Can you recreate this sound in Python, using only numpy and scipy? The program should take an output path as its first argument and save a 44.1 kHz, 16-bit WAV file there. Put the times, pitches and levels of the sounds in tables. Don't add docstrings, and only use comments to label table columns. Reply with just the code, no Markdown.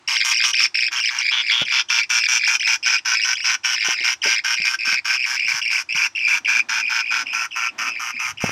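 import sys
import numpy as np
from scipy import signal
from scipy.fft import rfft, irfft, next_fast_len
from scipy.io import wavfile
from scipy.ndimage import uniform_filter1d, minimum_filter1d, map_coordinates

SR = 44100
rng = np.random.default_rng(int(sys.argv[2]) if len(sys.argv) > 2 else 0)


def persist_wave(psi):
    counts = np.round(np.clip(psi, -1, 1) * 32767).astype(np.int16)
    wavfile.write(sys.argv[1], SR, np.atleast_2d(counts).T)


N = 375291

# start_s, end_s, level_db, swell_db (from opening to close)
CHEEPS = [(0.074, 0.236, -21, 0.5), (0.307, 0.468, -20, 0.5), (0.53, 0.669, -19, 1.5),
          (0.742, 0.887, -20.5, -0.5), (0.958, 1.103, -22, 3.5), (1.184, 1.324, -22, 1),
          (1.401, 1.534, -24, 7.5), (1.649, 1.795, -24.5, 1.5), (1.884, 2.046, -26, 6.5),
          (2.127, 2.271, -24, 5.5), (2.341, 2.501, -24.5, 7.5), (2.594, 2.753, -23, 0),
          (2.826, 2.992, -23.5, 3), (3.08, 3.256, -23.5, 5.5), (3.334, 3.516, -26, 6.5),
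          (3.632, 3.841, -28, 11.5), (3.923, 4.112, -24, 6), (4.216, 4.402, -22, 0.5),
          (4.529, 4.691, -23, 4), (4.786, 4.997, -24, 4), (5.09, 5.262, -22.5, 2.5), (5.356, 5.528, -22, 4),
          (5.613, 5.802, -22, 3.5), (5.888, 6.071, -22, 1.5), (6.149, 6.366, -22, 4.5),
          (6.446, 6.62, -22.5, 0.5), (6.729, 6.893, -29.5, 9), (6.979, 7.182, -28, 4),
          (7.257, 7.437, -26.5, 5), (7.507, 7.7, -29, 6), (7.785, 8.002, -30, 1),
          (8.061, 8.275, -30.5, 10.5), (8.371, 8.506, -31, 1)]
# time_s, top_pitch_hz, overtone_db
CHEEP_VOICE = [(.1, 2679, 1.5), (.8, 2663, -1.5), (1.5, 2545, -2), (3.5, 2682, -2), (4.3, 2546, -3),
               (5.2, 2574, -8.5), (5.8, 2623, -8.5), (6.4, 2582, -13.5), (8.4, 2619, -13)]
# pitch_hz, gain_db
CLEAR_COLOUR = [(900, -32.5), (1450, 5.5), (2000, 4), (2420, -1.5), (2900, -1.5), (3300, 10.5), (4300, -4),
                (5100, 3.5), (6400, -6.5), (7700, -4.5), (10000, -11), (15000, -16)]

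# start_s, end_s, level_db (before its voice colour)
RASPS = [(.076, 0.165, -32.5), (.239, 0.333, -30), (0.428, .517, -32.5), (0.594, 0.665, -34.5),
         (.91, 1.009, -32.5), (1.099, 1.219, -33.5), (1.308, 1.421, -33.5), (1.501, 1.637, -37),
         (1.712, 1.821, -32.5), (1.892, 2.012, -31.5), (2.092, 2.205, -31), (2.278, 2.386, -30.5),
         (2.466, 2.571, -31.5), (2.664, 2.766, -32), (2.851, 2.967, -30), (3.048, 3.158, -30),
         (3.239, 3.344, -31), (3.438, 3.56, -32), (3.637, 3.756, -33), (3.837, 3.943, -32),
         (4.035, 4.143, -33.5), (4.23, 4.358, -32), (4.437, 4.554, -32), (4.643, 4.758, -34.5),
         (4.845, 4.957, -32.5), (5.044, 5.168, -32), (5.254, 5.37, -33.5), (5.472, 5.606, -33.5),
         (5.702, 5.828, -35.5), (5.944, 6.078, -32.5), (6.271, 6.391, -33.5), (6.473, 6.604, -31.5),
         (6.685, 6.817, -31), (6.892, 7.019, -31.5), (7.104, 7.234, -32), (7.324, 7.467, -31.5),
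         (7.552, 7.683, -31.5), (7.779, 7.904, -31.5), (7.992, 8.117, -34.5), (8.19, 8.322, -35),
         (8.402, 8.519, -35)]
# pitch_hz, gain_db
HOARSE_COLOUR = [(400, -19), (700, -7.5), (900, 0), (1250, 6.5), (1800, 9), (2450, 13.5), (3000, 9.5),
                 (3900, -0.5), (5000, 8.5), (6100, 6.5), (7200, -19), (8500, -11.5), (10000, -30.5),
                 (15000, -40.5)]
# time_s, resonance_hz, boost_db
THROAT = [(.08, 1105, 7.5), (.43, 1146, 6.5), (.91, 1454, 9), (3, 1486, 10.5), (6.45, 1537, 12),
          (7.8, 1299, 13.5), (8.4, 1313, 13.5)]
# time_s, centre_hz, boost_db
NASAL = [(.08, 3500, 3), (.5, 3610, 10.5), (1.08, 3370, -3), (1.31, 3466, 20), (1.5, 3420, 24.5),
         (1.8, 3386, 10), (3.2, 3340, -2), (3.55, 3164, 8.5), (4.65, 3100, 3.5), (5.95, 3830, -8),
         (6.27, 3400, 1.5), (7.1, 3660, 0.5), (7.35, 3825, -14.5), (8.4, 3965, -6.5)]
# time_s, resonance_hz, boost_db, fizz_db (before the fizz colour)
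BEAK = [(.08, 5400, -7, -39.5), (.24, 5660, 9.5, -34), (.6, 5660, 13.5, -40), (.91, 5490, 3, -44.5),
        (1.31, 5540, -4, -53), (1.65, 5170, 9.5, -45.5), (2.22, 5748, 13.5, -36), (2.9, 5507, 11.5, -42.5),
        (3.84, 5697, 12, -39.5), (5.04, 5225, 9.5, -40.5), (5.7, 5275, 9.5, -41.5), (6.4, 6002, 3.5, -40.5),
        (6.85, 5210, 5.5, -44), (7.55, 5600, 0.5, -44), (8.2, 6120, 6, -42.5)]
# pitch_hz, gain_db
FIZZ_COLOUR = [(2000, -52), (6500, 7), (8400, 1.5), (9500, -5), (12000, -3), (13500, -15), (15800, -19.5)]
# time_s, tilt_db_per_octave
FIZZ_TILT = [(0, -4), (2, -7), (4, 0.5), (6, -1.5), (8.5, 8)]

# centre_hz, half_width_hz, boost_db
BOX = [(916.3, 32.4, 7), (1555, 34.8, 3), (2414, 193, 5.5), (3370, 203, 1.5), (4266, 716, -3),
       (4933.4, 50, 2), (5843, 42.3, 4), (8640, 254, 3)]
# pitch_hz, fade_s
BOX_DECAY = [(500, .04), (2500, .05), (6000, .04), (14000, .03)]
ROOM_DECAY = [(300, 0.265), (2500, 0.107), (6000, 0.195), (14000, 0.17)]

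# start_s, thud_peak_db, starting_pitch_hz, scuff_db (against the thud), fade_s (by 60 dB)
KNOCKS = [(1.617, -27, 160, 0.5, 0.027), (3.5, -47, 110, -22, .06), (3.884, -31.5, 351, -1.5, 0.0355),
          (4.005, -42.5, 349.5, -2.5, 0.0908), (4.252, -30, 423.5, -5.5, 0.128),
          (4.267, -30.5, 628, -10, 0.063), (4.599, -37.5, 189.4, -7.5, 0.048),
          (4.873, -39.5, 262, -5, 0.069), (4.925, -39.5, 198, -4.5, 0.057), (5.45, -48.5, 198.7, -6, 0.056),
          (5.541, -40.5, 139, -11, 0.053), (5.949, -37, 169.3, -11.5, 0.0528),
          (8.14, -43.5, 255, -25.5, 0.142), (8.44, -8.5, 207.6, -9, 0.0153)]
# start_s, starting_level_db
TAPS = [(8.494, -0.5)]
# loudest_s, length_s, rustle_db, rumble_db
PUSHES = [(6.596, 0.99, -52, -77.5), (7.254, 0.409, -49, -72.5), (7.84, 0.325, -45, -77),
          (8.151, 0.43, -64.5, -62), (8.329, 0.174, -58.5, -49), (8.491, 0.128, -40.5, -39.5)]

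# pitch_hz, density_db
RUSTLE = [(60, -24), (170, -11.5), (260, 5.5), (400, -10.5), (700, -3.5), (1200, -4.5), (2500, -10),
          (10000, -42.5)]
RUMBLE = [(25, -24), (60, -5.5), (105, 17.5), (170, -6), (400, -50)]
ROOM_TONE = [(20, -35), (50, -4.5), (100, 2.5), (170, -5.5), (260, -3.5), (340, 5), (450, -10.5),
             (900, 1.5), (2500, -3.5), (8000, -16.5), (15800, -54)]

TOP_HZ = 15830
CHEEP_RISE_S, CHEEP_FALL_S = 0.0051, 0.0158
CHEEP_ARCH_DB = 0.46
CHEEP_OPENING, CHEEP_SINK_S = .1, .028
CHEEP_SCATTER = .07
RIPPLE_DB, RIPPLE_HZ = 3, 1704
THUD_SAG_S = 0.3
PUSH_FADE_DB = 16.5


def amp(db):
    return 10 ** (np.asarray(db) / 20)


def unit(x):
    return x / np.sqrt(np.mean(x ** 2) + 1e-20)


def at(curve, s):
    times, *columns = np.transpose(curve)
    return [np.interp(s, times, column) for column in columns]


def along(points, hz):
    f, v = np.transpose(points)
    return np.interp(np.log(hz + 1), np.log(f), v)


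def bell(hz, centre_hz, width_hz):
    return 1 / (1 + ((hz - centre_hz) / width_hz) ** 2)


def wobble(n, rate):
    knots = rng.standard_normal(int(n * rate / SR) + 4)
    return map_coordinates(knots, [np.arange(n) * rate / SR])


def add(track, s, sound):
    start = max(0, round(s * SR))
    place = track[start:start + len(sound)]
    place += sound[:len(place)]


def fade(n, rise, fall):
    t = np.arange(n) / SR
    return np.clip(t / rise, 0, 1) * np.clip((n / SR - t) / fall, 0, 1)


def filtered(x, gain):
    m = next_fast_len(N + 8192)
    return irfft(rfft(x, m) * gain(np.fft.rfftfreq(m, 1 / SR)), m)[:N]


def noise(spectrum):
    white = rng.standard_normal(N)
    return unit(filtered(white, lambda hz: amp(along(spectrum, hz))))


def resonate(x, colour_db, size=2048):
    hz = np.fft.rfftfreq(size, 1 / SR)
    box_db = sum(peak * bell(hz, centre, width) for centre, width, peak in BOX)
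    cepstrum = irfft(np.log(amp(colour_db(hz) + box_db)))
    cepstrum[1:size // 2] *= 2
    cepstrum[size // 2 + 1:] = 0
    ringing = irfft(np.exp(rfft(cepstrum)))
    return signal.fftconvolve(x, ringing)


def rattle(n, rate, uneven, count=48):
    chance = np.clip(rng.standard_normal((count, 4)), -2, 2)
    edges = np.r_[0, np.cumsum(np.exp(uneven * chance[:, 0]) / rate)]
    place = np.interp(np.arange(n) / SR, edges, np.arange(count + 1))
    return place % 1, chance[place.astype(int) % count].T


def clear_chick():
    voice = np.zeros(N)
    for start, end, db, swell_db in CHEEPS:
        top_hz, overtone_db = at(CHEEP_VOICE, start)
        n = int((end - start + 0.0063) * SR)
        u, (length, pitch, size, slant) = rattle(n, rate=115, uneven=.13)

        arch = np.interp(u ** np.exp(.25 * slant), [0, .18, .4, .64, 1], [1, .45, .12, 0, .35])
        opening = CHEEP_OPENING * np.exp(-np.arange(n) / SR / CHEEP_SINK_S)
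        vigour = amp(.4 * overtone_db)
        depth = (.5 + .1 * length) * vigour
        scatter = CHEEP_SCATTER * vigour * pitch
        f0 = top_hz * np.exp(opening + scatter - depth * arch + .025 * wobble(n, rate=900))
        phase = 2 * np.pi * np.cumsum(f0) / SR

        upper = np.sin(2 * phase)
        for k, part_db in [(3, -17), (4, -27.5), (5, -30.5)]:
            upper += amp(part_db) * np.sin(k * phase)
        overtones = amp(overtone_db + 2.18 * wobble(n, rate=230)) * upper
        whistle = np.sin(phase) + overtones + 0.035 * rng.standard_normal(n)

        push = np.interp(u, [0, .17, .42, .66, .86, 1], [0, .45, 1, .9, .08, 0])
        push *= amp(.6 * length + 1.9 * size)
        source = whistle * push * fade(n, CHEEP_RISE_S, CHEEP_FALL_S)
        call = unit(resonate(source, lambda hz: along(CLEAR_COLOUR, hz))[:n + SR // 100])
        effort_db = np.interp(np.arange(len(call)) / n, [1 / 6, 1 / 2, 5 / 6],
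                              [-swell_db / 2, CHEEP_ARCH_DB, swell_db / 2])
        add(voice, start, amp(db + effort_db) * call)
    return voice


def hoarse_chick(count=24):
    voice = np.zeros(N)
    for start, end, db in RASPS:
        throat_hz, throat_db = at(THROAT, start)
        nasal_hz, nasal_db = at(NASAL, start)
        tilt_db, = at(FIZZ_TILT, start)
        beak_hz, beak_db, fizz_db = at(BEAK, start)
        n = int((end - start + 0.00492) * SR)
        u, (length, pitch, size, slant) = rattle(n, rate=119, uneven=.07)

        climb = 2 ** (1.45 * u * (1 + .2 * slant))
        scatter = .1 * pitch - 0.04915 * length + 0.02394 * wobble(n, rate=1000)
        f0 = 660 * climb * np.exp(scatter)
        phase = 2 * np.pi * np.cumsum(f0) / SR

        buzz = np.zeros(n)
        for k in range(1, count):
            flicker = amp(2.5 * wobble(n, rate=150))
            buzz += flicker * np.cos(k * phase + rng.uniform(0, 2 * np.pi)) * (k * f0 < TOP_HZ)
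        breathy = unit(buzz) + .07 * rng.standard_normal(n)
        push = np.interp(u, [0, .12, .58, .79, .9, 1], [0, 1, 1, .4, .04, 0]) * amp(.9 * size)
        source = unit(push * fade(n, rise=.011, fall=.017) * breathy)

        def colour(hz):
            return (along(HOARSE_COLOUR, hz) + throat_db * bell(hz, throat_hz, width_hz=150)
                    + nasal_db * bell(hz, nasal_hz, width_hz=584) + beak_db * bell(hz, beak_hz, width_hz=530))

        spacing_hz = RIPPLE_HZ * np.exp(rng.normal(0, 0.105))

        def fizz_colour(hz):
            tilt = tilt_db * np.log2(np.maximum(hz, 7000) / 10500)
            return along(FIZZ_COLOUR, hz) + tilt + RIPPLE_DB * np.cos(2 * np.pi * hz / spacing_hz)

        add(voice, start, amp(db) * resonate(source, colour))
        add(voice, start, amp(fizz_db) * resonate(source, fizz_colour))
    return voice


def knocks():
    thuds, scuffs, clicks = np.zeros((3, N))
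    t = np.arange(SR // 6) / SR
    for s, db, hz, scuff_db, fade_s in KNOCKS:
        blow = (1 - np.exp(-t / 0.00128)) ** 2 * amp(-60 * t / fade_s)
        blow = amp(db) * blow / blow.max()
        phase = 2 * np.pi * np.cumsum(hz * np.exp(-t / THUD_SAG_S)) / SR
        add(thuds, s, blow * np.sin(phase))
        add(scuffs, s, amp(scuff_db) * blow)
    for s, db in TAPS:
        add(clicks, s, amp(db - 60 * t / 0.0013) * np.sin(2 * np.pi * 1100 * t))
    scuff_noise = noise([(40, -35), (120, -9), (400, 1), (750, -1.0), (1200, -16), (3000, -33)])
    return thuds + clicks + scuffs * scuff_noise


def cover():
    t = np.arange(N) / SR
    rub, shake = np.zeros((2, N))
    for s, length, rustle_db, rumble_db in PUSHES:
        swell = amp(-PUSH_FADE_DB * ((t - s) / (length / 2)) ** 2)
        rub += amp(rustle_db) * swell
        shake += amp(rumble_db) * swell
    uneven = amp(1.37 * wobble(N, rate=31))
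    return rub * uneven * noise(RUSTLE) + shake * noise(RUMBLE)


def echoes(x, decay, delay, count=4):
    out = np.zeros(N)
    place = np.linspace(0, 2 * count, N)
    for k in range(count):
        hz, t, z = signal.stft(rng.standard_normal(SR // 3), SR, nperseg=128)
        fading = z * amp(-60 * t / along(decay, hz)[:, None])
        tail = signal.istft(fading, SR, nperseg=128)[1]
        distance = abs((place - k + count / 2) % count - count / 2)
        share = np.sqrt(np.clip(1 - distance, 0, 1))
        add(out, delay, signal.oaconvolve(x * share, tail / np.linalg.norm(tail)))
    return out


def room_hush():
    return amp(-55) * noise(ROOM_TONE)


def scene():
    chicks = clear_chick() + hoarse_chick()
    box_echo = amp(-6) * echoes(chicks, BOX_DECAY, delay=.0007, count=8)
    boxed = chicks + box_echo + knocks()
    room_echo = amp(-19.5) * echoes(boxed, ROOM_DECAY, delay=0.0071)
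    return boxed + room_echo + cover() + room_hush()


def record(dry, size=45):
    ceiling = .54
    needed = ceiling / np.maximum(abs(dry), ceiling)
    gain = uniform_filter1d(minimum_filter1d(needed, 2 * size), size)
    low_cut_hz = 55

    def microphone(hz):
        return (hz < TOP_HZ) * hz ** 2 / np.hypot(hz ** 2, low_cut_hz ** 2)

    return filtered(np.ravel(dry * gain), microphone)[None]


dry = scene()
out = record(dry)
persist_wave(out)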